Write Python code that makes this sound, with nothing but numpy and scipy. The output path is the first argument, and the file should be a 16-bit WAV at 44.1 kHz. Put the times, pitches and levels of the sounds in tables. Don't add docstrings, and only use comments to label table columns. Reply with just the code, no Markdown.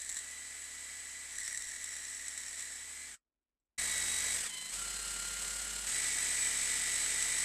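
import sys
import numpy as np
from scipy import signal
from scipy.fft import rfft, irfft
from scipy.io import wavfile
from scipy.ndimage import uniform_filter1d

SR = 44100
rng = np.random.default_rng(int(sys.argv[2]) if len(sys.argv) > 2 else 0)


def materialize(psi):
    bounded = np.clip(np.atleast_2d(psi).T, -1, 1)
    quanta = np.round(bounded * 32767).astype(np.int16)
    wavfile.write(sys.argv[1], SR, quanta)


N = 328104
T = np.arange(N) / SR
HZ = np.fft.rfftfreq(2 * N, 1 / SR)
FULL_SPEED_HZ = 1982
BASE_TEETH, STROKE_TEETH = 57, 40

# (start [s], stop [s])
MOTOR_RUNS = [(-.05, 3.148), (3.778, 7.5)]
# (start [s], glide [s], gear pitch [Hz], creep [Hz/s])
SPEED_CHANGES = [(2.8, .26, 2012, 0), (3.07, .14, 1200, 0), (3.6, .1, 1987, 0), (3.84, .16, 1958, 80),
                 (4.34, .18, 1019, 0), (4.695, .08, 1388, 36), (5.85, .1, 1960, 12)]
# (start [s], slack in the gears [teeth])
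STAGES = [(-1, .035), (3.5, .075), (4.46, .04), (4.74, .065), (5.885, .045)]
# (blade [dB], shaking [dB], whine [dB], rattle [dB], throb depth)
STAGE_MIX = [(-47.5, -68, 3, -59.5, 0.039), (-35.5, -57, 0.7, -51.5, 0.19), (-35, -58, -3, -59.5, 0.16),
             (-35.5, -50.5, 0.5, -57.5, 0.16), (-34.9, -56.5, -.5, -47.5, 0.16)]
# (start [s], stop [s], time to come free [s], squeal against tearing [dB])
CUTS = [(-.08, .19, .03, -14), (1.28, 2.7, .15, -4)]
# (time [s], half length [s], boost [dB])
SNAGS = [(1.475, .05, 3.5), (2.6, 0.025, 2.5), (5.45, 0.14, 1)]
# (multiple of the body's slowest shaking rate, relative level [dB])
WHINE_TONES = [
    [(49, -69.5), (55, -71.5), (57, -61), (59, -65.5), (64, -81), (65, -69.5), (69, -78), (115, -70),
     (116, -73), (228, -61)],
    [(57, -50), (59, -59), (62, -69), (64, -53), (111, -69), (112, -49), (113, -61), (170, -54), (228, -53),
     (232, -69)],
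    [(57, -63), (114, -55), (171, -52), (228, -55.5)],
    [(47, -78), (54, -66), (57, -56), (64, -64), (76, -70), (83, -64), (114, -71), (116, -60.5),
     (123, -62.5), (171, -59), (203, -62)],
    [(52, -59), (57, -48), (59, -54.5), (62, -57.5), (64, -59), (65, -57), (69, -56.5), (107, -56.5),
     (112, -61), (116, -56.5), (228, -47), (237, -64)],
]
# (multiple of its slowest shaking rate, relative level [dB])
SHAKE_TONES = [
    [(1, -7), (2, -0.5), (4, -13.5), (6, -18), (7, -9), (8, -9), (10, -14.5), (13, -13.5)],
    [(1, -0.5), (2, 3.5), (4, -20), (5, -3), (7, -3.5), (8, -9.5), (10, -11), (13, -11), (16, -10),
     (20, -9)],
    [(2, 1), (7, -17), (8, -5), (10, 0.5), (13, -1.5)],
    [(2, -1), (4, -22.5), (7, -16.5), (8, -15), (9, -18), (13, -34), (14, -23), (17, -15), (19, -24),
     (22, -16.5), (24, -20), (30, -17.5)],
    [(1, 0), (2, -2.5), (3, -15), (4, -7), (5, -12), (6, -19), (7, -8), (8, -8), (10, -11), (13, -7),
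     (21, -11.5), (23, -11.5), (26, -6.5)],
]
# (pitch [Hz], width [Hz], relative level [dB])
CASE_RING = [(1687, 53, -4.5), (1830, 16, -4.5), (1876, 25, -0.5), (1993, 30, -0.5), (2180, 23, -12.5),
             (2240, 37, -3), (2418, 43, -9.5)]
# (pitch [Hz], width [Hz], relative level [dB])
RUB_RING = [(7960, 55, 3.5), (8120, 95, -7), (8040, 69, -6), (8230, 45, 3.5), (7400, 120, -23.5),
            (7360, 55, -5), (3100, 66, -10.5), (4000, 150, -16.5)]
BITE_RING = [(1770, 70, 4), (4040, 200, -4), (5800, 170, -4.5), (7760, 270, -2), (10300, 210, -3)]
# (frequency [Hz], relative level [dB])
RASP_LIGHT = [(40, -33), (130, -23), (300, -23), (600, -17.5), (1050, -17), (1400, -12), (1900, -14),
              (2700, -12), (4200, -12.5), (6000, -10.5), (7200, -4), (8000, -4), (11000, -19), (14000, -27)]
RASP_BITE = [(40, -26.5), (130, -28), (300, -28.5), (600, -23.5), (1050, -22), (1400, -19), (1900, -6),
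             (2700, -18.5), (4200, -12.5), (5200, -15.5), (6000, -12.5), (7200, -3), (8000, 0),
             (11000, -20.5), (14000, -24.5)]
RASP_RESTART = [(40, -19), (130, -21.5), (300, -20), (600, -18), (1050, -17), (1400, -14), (1900, -8),
                (2700, -13.5), (4200, -11.5), (6000, -10.5), (7200, -5.5), (8000, -3), (11000, -17.5),
                (14000, -25.0)]
RASP_SLOW = [(40, -21), (130, -16), (300, -15.5), (600, -15), (1050, -13), (1400, -11), (1900, -9),
             (2700, -9.5), (4200, -8), (6000, -8), (7200, -2), (8000, -1), (11000, -13.5), (14000, -23)]
RASP_HARD = [(40, -36), (130, -25), (300, -22.5), (600, -19), (1050, -18.5), (1400, -11.5), (1900, -16.5),
             (2700, -11.5), (4200, -11.5), (6000, -9.0), (7200, -5), (8000, -2), (11000, -18),
             (14000, -27.0)]
# (multiple of their passing rate, relative level [dB])
SQUEAL_TONES = [(1, -1), (2, -9), (3, -1), (4, -1), (5, -8)]
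# (frequency [Hz], relative level [dB])
ROOM_HUSH = [(15, -32), (25, 1.5), (54, 9), (80, -7.5), (160, -12), (271, -3), (436, -12.5), (14000, -35)]
# (time [s], relative level [dB])
SPLINTERS = [(0.016, -31), (0.0922, -27), (0.168, -26.5), (0.1885, -29), (0.3112, -33.5), (1.5745, -29),
             (1.8424, -29), (1.9195, -38), (1.9659, -28.5), (2.2815, -28), (2.3765, -28.5), (3.7907, -28),
             (3.8116, -38), (7.225, -20), (7.3816, -26)]
# (pitch [Hz], width [Hz], relative level [dB])
SNAP_RING = [(1920, 130, -7.5), (3920, 270, -10), (5700, 310, -10), (7770, 520, -1), (9600, 900, -16)]
# (time [s], relative level [dB])
HANDLING_TICKS = [(3.4296, -91), (3.5994, -81), (3.6544, -86)]


def amp(db):
    return 10 ** (np.asarray(db) / 20)


def evened(x):
    return x / np.sqrt(np.mean(x ** 2) + 1e-20)


def spectrum(points):
    hz, db = np.transpose(points)
    return amp(np.interp(np.log(HZ + 1), np.log(hz + 1), db))


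def peaks(ring):
    return np.sqrt(sum(amp(db) ** 2 / (1 + ((HZ - hz) / width) ** 2) ** 2 for hz, width, db in ring))


def colour(x, gain):
    cepstrum = irfft(np.log(np.maximum(gain / gain.max(), 1e-5)))
    response = np.exp(rfft(2 * cepstrum[:N], 2 * N))
    return evened(irfft(rfft(x, 2 * N) * response)[:N])


def wander(rate_hz):
    return evened(irfft(rfft(rng.standard_normal(2 * N)) / (1 + (HZ / rate_hz) ** 4))[:N])


def grit(per_s, spread_db, share):
    sizes = amp(spread_db * np.minimum(rng.exponential(1, N), 4)) * rng.choice([-1, 1], N)
    clicks = evened(sizes * (rng.random(N) < per_s / SR))
    return np.sqrt(share) * clicks + np.sqrt(1 - share) * rng.standard_normal(N)


def held(rows):
    starts, values = np.transpose(rows)
    return values[np.searchsorted(starts, T) - 1]


def stage_shares(blend_s=0.049):
    begun = [np.clip((T - start) / blend_s + .5, 0, 1) for start, _ in STAGES] + [np.zeros(N)]
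    return np.sqrt(np.maximum(-np.diff(begun, axis=0), 0))


def bite_depth(first=.94, settled=.5, grazing=.0999, entry_s=.1, settle_s=.45):
    bite = grazing * (T < CUTS[-1][1])
    for start, stop, free_s, _ in CUTS:
        depth = settled + (first - settled) * np.exp(-((T - start) / settle_s) ** 2)
        entering = np.clip((T - start) / entry_s, 0, 1)
        leaving = np.clip(1 - (T - stop) / free_s, 0, 1)
        bite = np.maximum(bite, depth * entering * leaving)
    return bite


def motor_on(start, stop, rise_s=0.0073, brake_s=0.01):
    return np.clip((T - start) / rise_s, 0, 1) * np.exp(-np.maximum(T - stop, 0) / brake_s)


def motor_speed(bite, sag_hz=16):
    hz = np.full(N, float(FULL_SPEED_HZ))
    for start, glide_s, to_hz, creep in SPEED_CHANGES:
        progress = np.clip((T - start) / glide_s, 0, 1)
        target_hz = to_hz + creep * (T - start - glide_s)
        hz += (target_hz - hz) * np.sin(np.pi / 2 * progress) ** 2
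    return hz - sag_hz * bite + 3 * wander(2)


def base_tones(teeth, tones, fade_db=0):
    turns = np.arange(teeth[0], teeth[-1] + BASE_TEETH, BASE_TEETH)
    sound = 0
    for multiple, db in tones:
        landing, fading = rng.standard_normal((2, len(turns)))
        slip = 0.013 * np.sqrt(multiple) * np.interp(teeth, turns, landing)
        drift_db = fade_db * np.sqrt(multiple / BASE_TEETH) * evened(uniform_filter1d(fading, size=4))
        level = np.interp(teeth, turns, amp(db + drift_db))
        cycles = multiple * teeth / BASE_TEETH + slip + rng.random()
        sound += level * np.cos(2 * np.pi * cycles)
    return np.sqrt(2) * sound


def gear_whine(teeth, gear_hz, bite):
    changing = uniform_filter1d(np.clip(abs(np.gradient(gear_hz)) * SR / 5000, 0, 1), size=1500)
    slack = held(STAGES) + .07 * bite + .05 * changing
    loose_teeth = teeth + slack * wander(100)
    level = amp(-2.5 * bite - 6 * changing + 1.6 * wander(90))
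    whine = np.zeros(N)
    for share, (_, _, db, _, _), tones in zip(stage_shares(), STAGE_MIX, WHINE_TONES):
        on = share > 0
        whine[on] += amp(db) * (share * level)[on] * base_tones(loose_teeth[on], tones, fade_db=1.8)
    return whine


def gear_rattle(stroke):
    knocks = colour(grit(per_s=640, spread_db=-1, share=0.84), peaks(CASE_RING))
    return knocks * sum(share * amp(db) * np.exp(0.31 * depth * stroke)
                        for share, (_, _, _, db, depth) in zip(stage_shares(), STAGE_MIX))


def body_shake(teeth):
    shake = np.zeros(N)
    for share, (_, db, _, _, _), tones in zip(stage_shares(), STAGE_MIX, SHAKE_TONES):
        on = share > 0
        shake[on] += amp(db) * share[on] * evened(base_tones(teeth[on], tones))
    return shake


def blade_rasp(stroke):
    friction = grit(per_s=3500, spread_db=1.5, share=0.37) * amp(.5 * wander(240))
    shapes = RASP_LIGHT, RASP_RESTART, RASP_SLOW, RASP_SLOW, RASP_HARD
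    rasp = np.zeros(N)
    for share, (*_, depth), shape in zip(stage_shares(), STAGE_MIX, shapes):
        throb = np.exp(depth * stroke)
        rasp += share * colour(friction * throb, spectrum(shape) * (1 + peaks(RUB_RING)))
    return rasp


def tooth_squeal(start_hz=1930, sink_hz_per_s=50):
    passing_hz = start_hz - sink_hz_per_s * np.maximum(T - CUTS[-1][0], 0)
    passes = np.cumsum(passing_hz + 35 * wander(25) + 65 * wander(300)) / SR
    return sum(amp(db + 3 * wander(200)) * np.cos(2 * np.pi * k * passes) for k, db in SQUEAL_TONES)


def blade_chatter(judder_hz=20.9):
    judder = 2 * np.pi * np.cumsum(judder_hz + .2 * wander(3)) / SR
    bursts_db = 1.3 * np.cos(2 * judder) + 2.1 * np.cos(3 * judder) + 1.9 * np.cos(5 * judder)
    bursts = evened(amp(bursts_db + 1.3 * wander(35)))
    fibres = grit(per_s=2400, spread_db=5, share=0.61) * bursts
    tearing = colour(fibres, spectrum(RASP_BITE) * (1 + peaks(BITE_RING)))
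    squeal = evened(tooth_squeal() * bursts ** 1.1)
    squeal_db = held([(start, db) for start, _, _, db in CUTS])
    return evened(tearing + amp(squeal_db) * squeal)


def blade(stroke, bite, bite_boost_db=6):
    stage_db = sum(share ** 2 * db for share, (db, *_) in zip(stage_shares(), STAGE_MIX))
    snag_db = sum(db * np.exp(-((T - time) / half_s) ** 2) for time, half_s, db in SNAGS)
    cutting = np.sqrt(1 - bite) * blade_rasp(stroke) + np.sqrt(bite) * blade_chatter()
    return amp(stage_db + bite_boost_db * bite + snag_db) * cutting


def jigsaw(bite, db_per_tenfold_speed=33):
    gear_hz = motor_speed(bite)
    teeth = np.cumsum(gear_hz) / SR
    speed_gain = amp(db_per_tenfold_speed * np.log10(gear_hz / FULL_SPEED_HZ))
    stroke = np.cos(2 * np.pi * teeth / STROKE_TEETH) * FULL_SPEED_HZ / gear_hz
    gears = gear_whine(teeth, gear_hz, bite) + gear_rattle(stroke)
    running = sum(motor_on(*run) for run in MOTOR_RUNS)
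    return running * (gears + speed_gain * (body_shake(teeth) + blade(stroke, bite)))


def board_bumps(bite):
    bumps = colour(grit(per_s=25, spread_db=2, share=.8), peaks([(28, 30, 0)]))
    return amp(-73) * bite * bumps


def room_hush():
    return amp(-96.5) * colour(rng.standard_normal(N), spectrum(ROOM_HUSH))


def snaps(rows, decay_s, gain_db):
    envelope = sum(amp(db) * (T > time) * np.exp(-abs(T - time) / decay_s) for time, db in rows)
    return amp(gain_db) * envelope * colour(rng.standard_normal(N), peaks(SNAP_RING))


def scene():
    bite = bite_depth()
    room = room_hush()
    splinters = snaps(SPLINTERS, decay_s=.0055, gain_db=-6)
    handling = snaps(HANDLING_TICKS, decay_s=0.00976, gain_db=-11)
    return (jigsaw(bite) + board_bumps(bite) + room + splinters + handling)[None]


def record(dry):
    low_pass = signal.firwin(511, 14200, window=("kaiser", 9), fs=SR)
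    return signal.oaconvolve(dry, low_pass[None], "same")


dry = scene()
out = record(dry)
materialize(out)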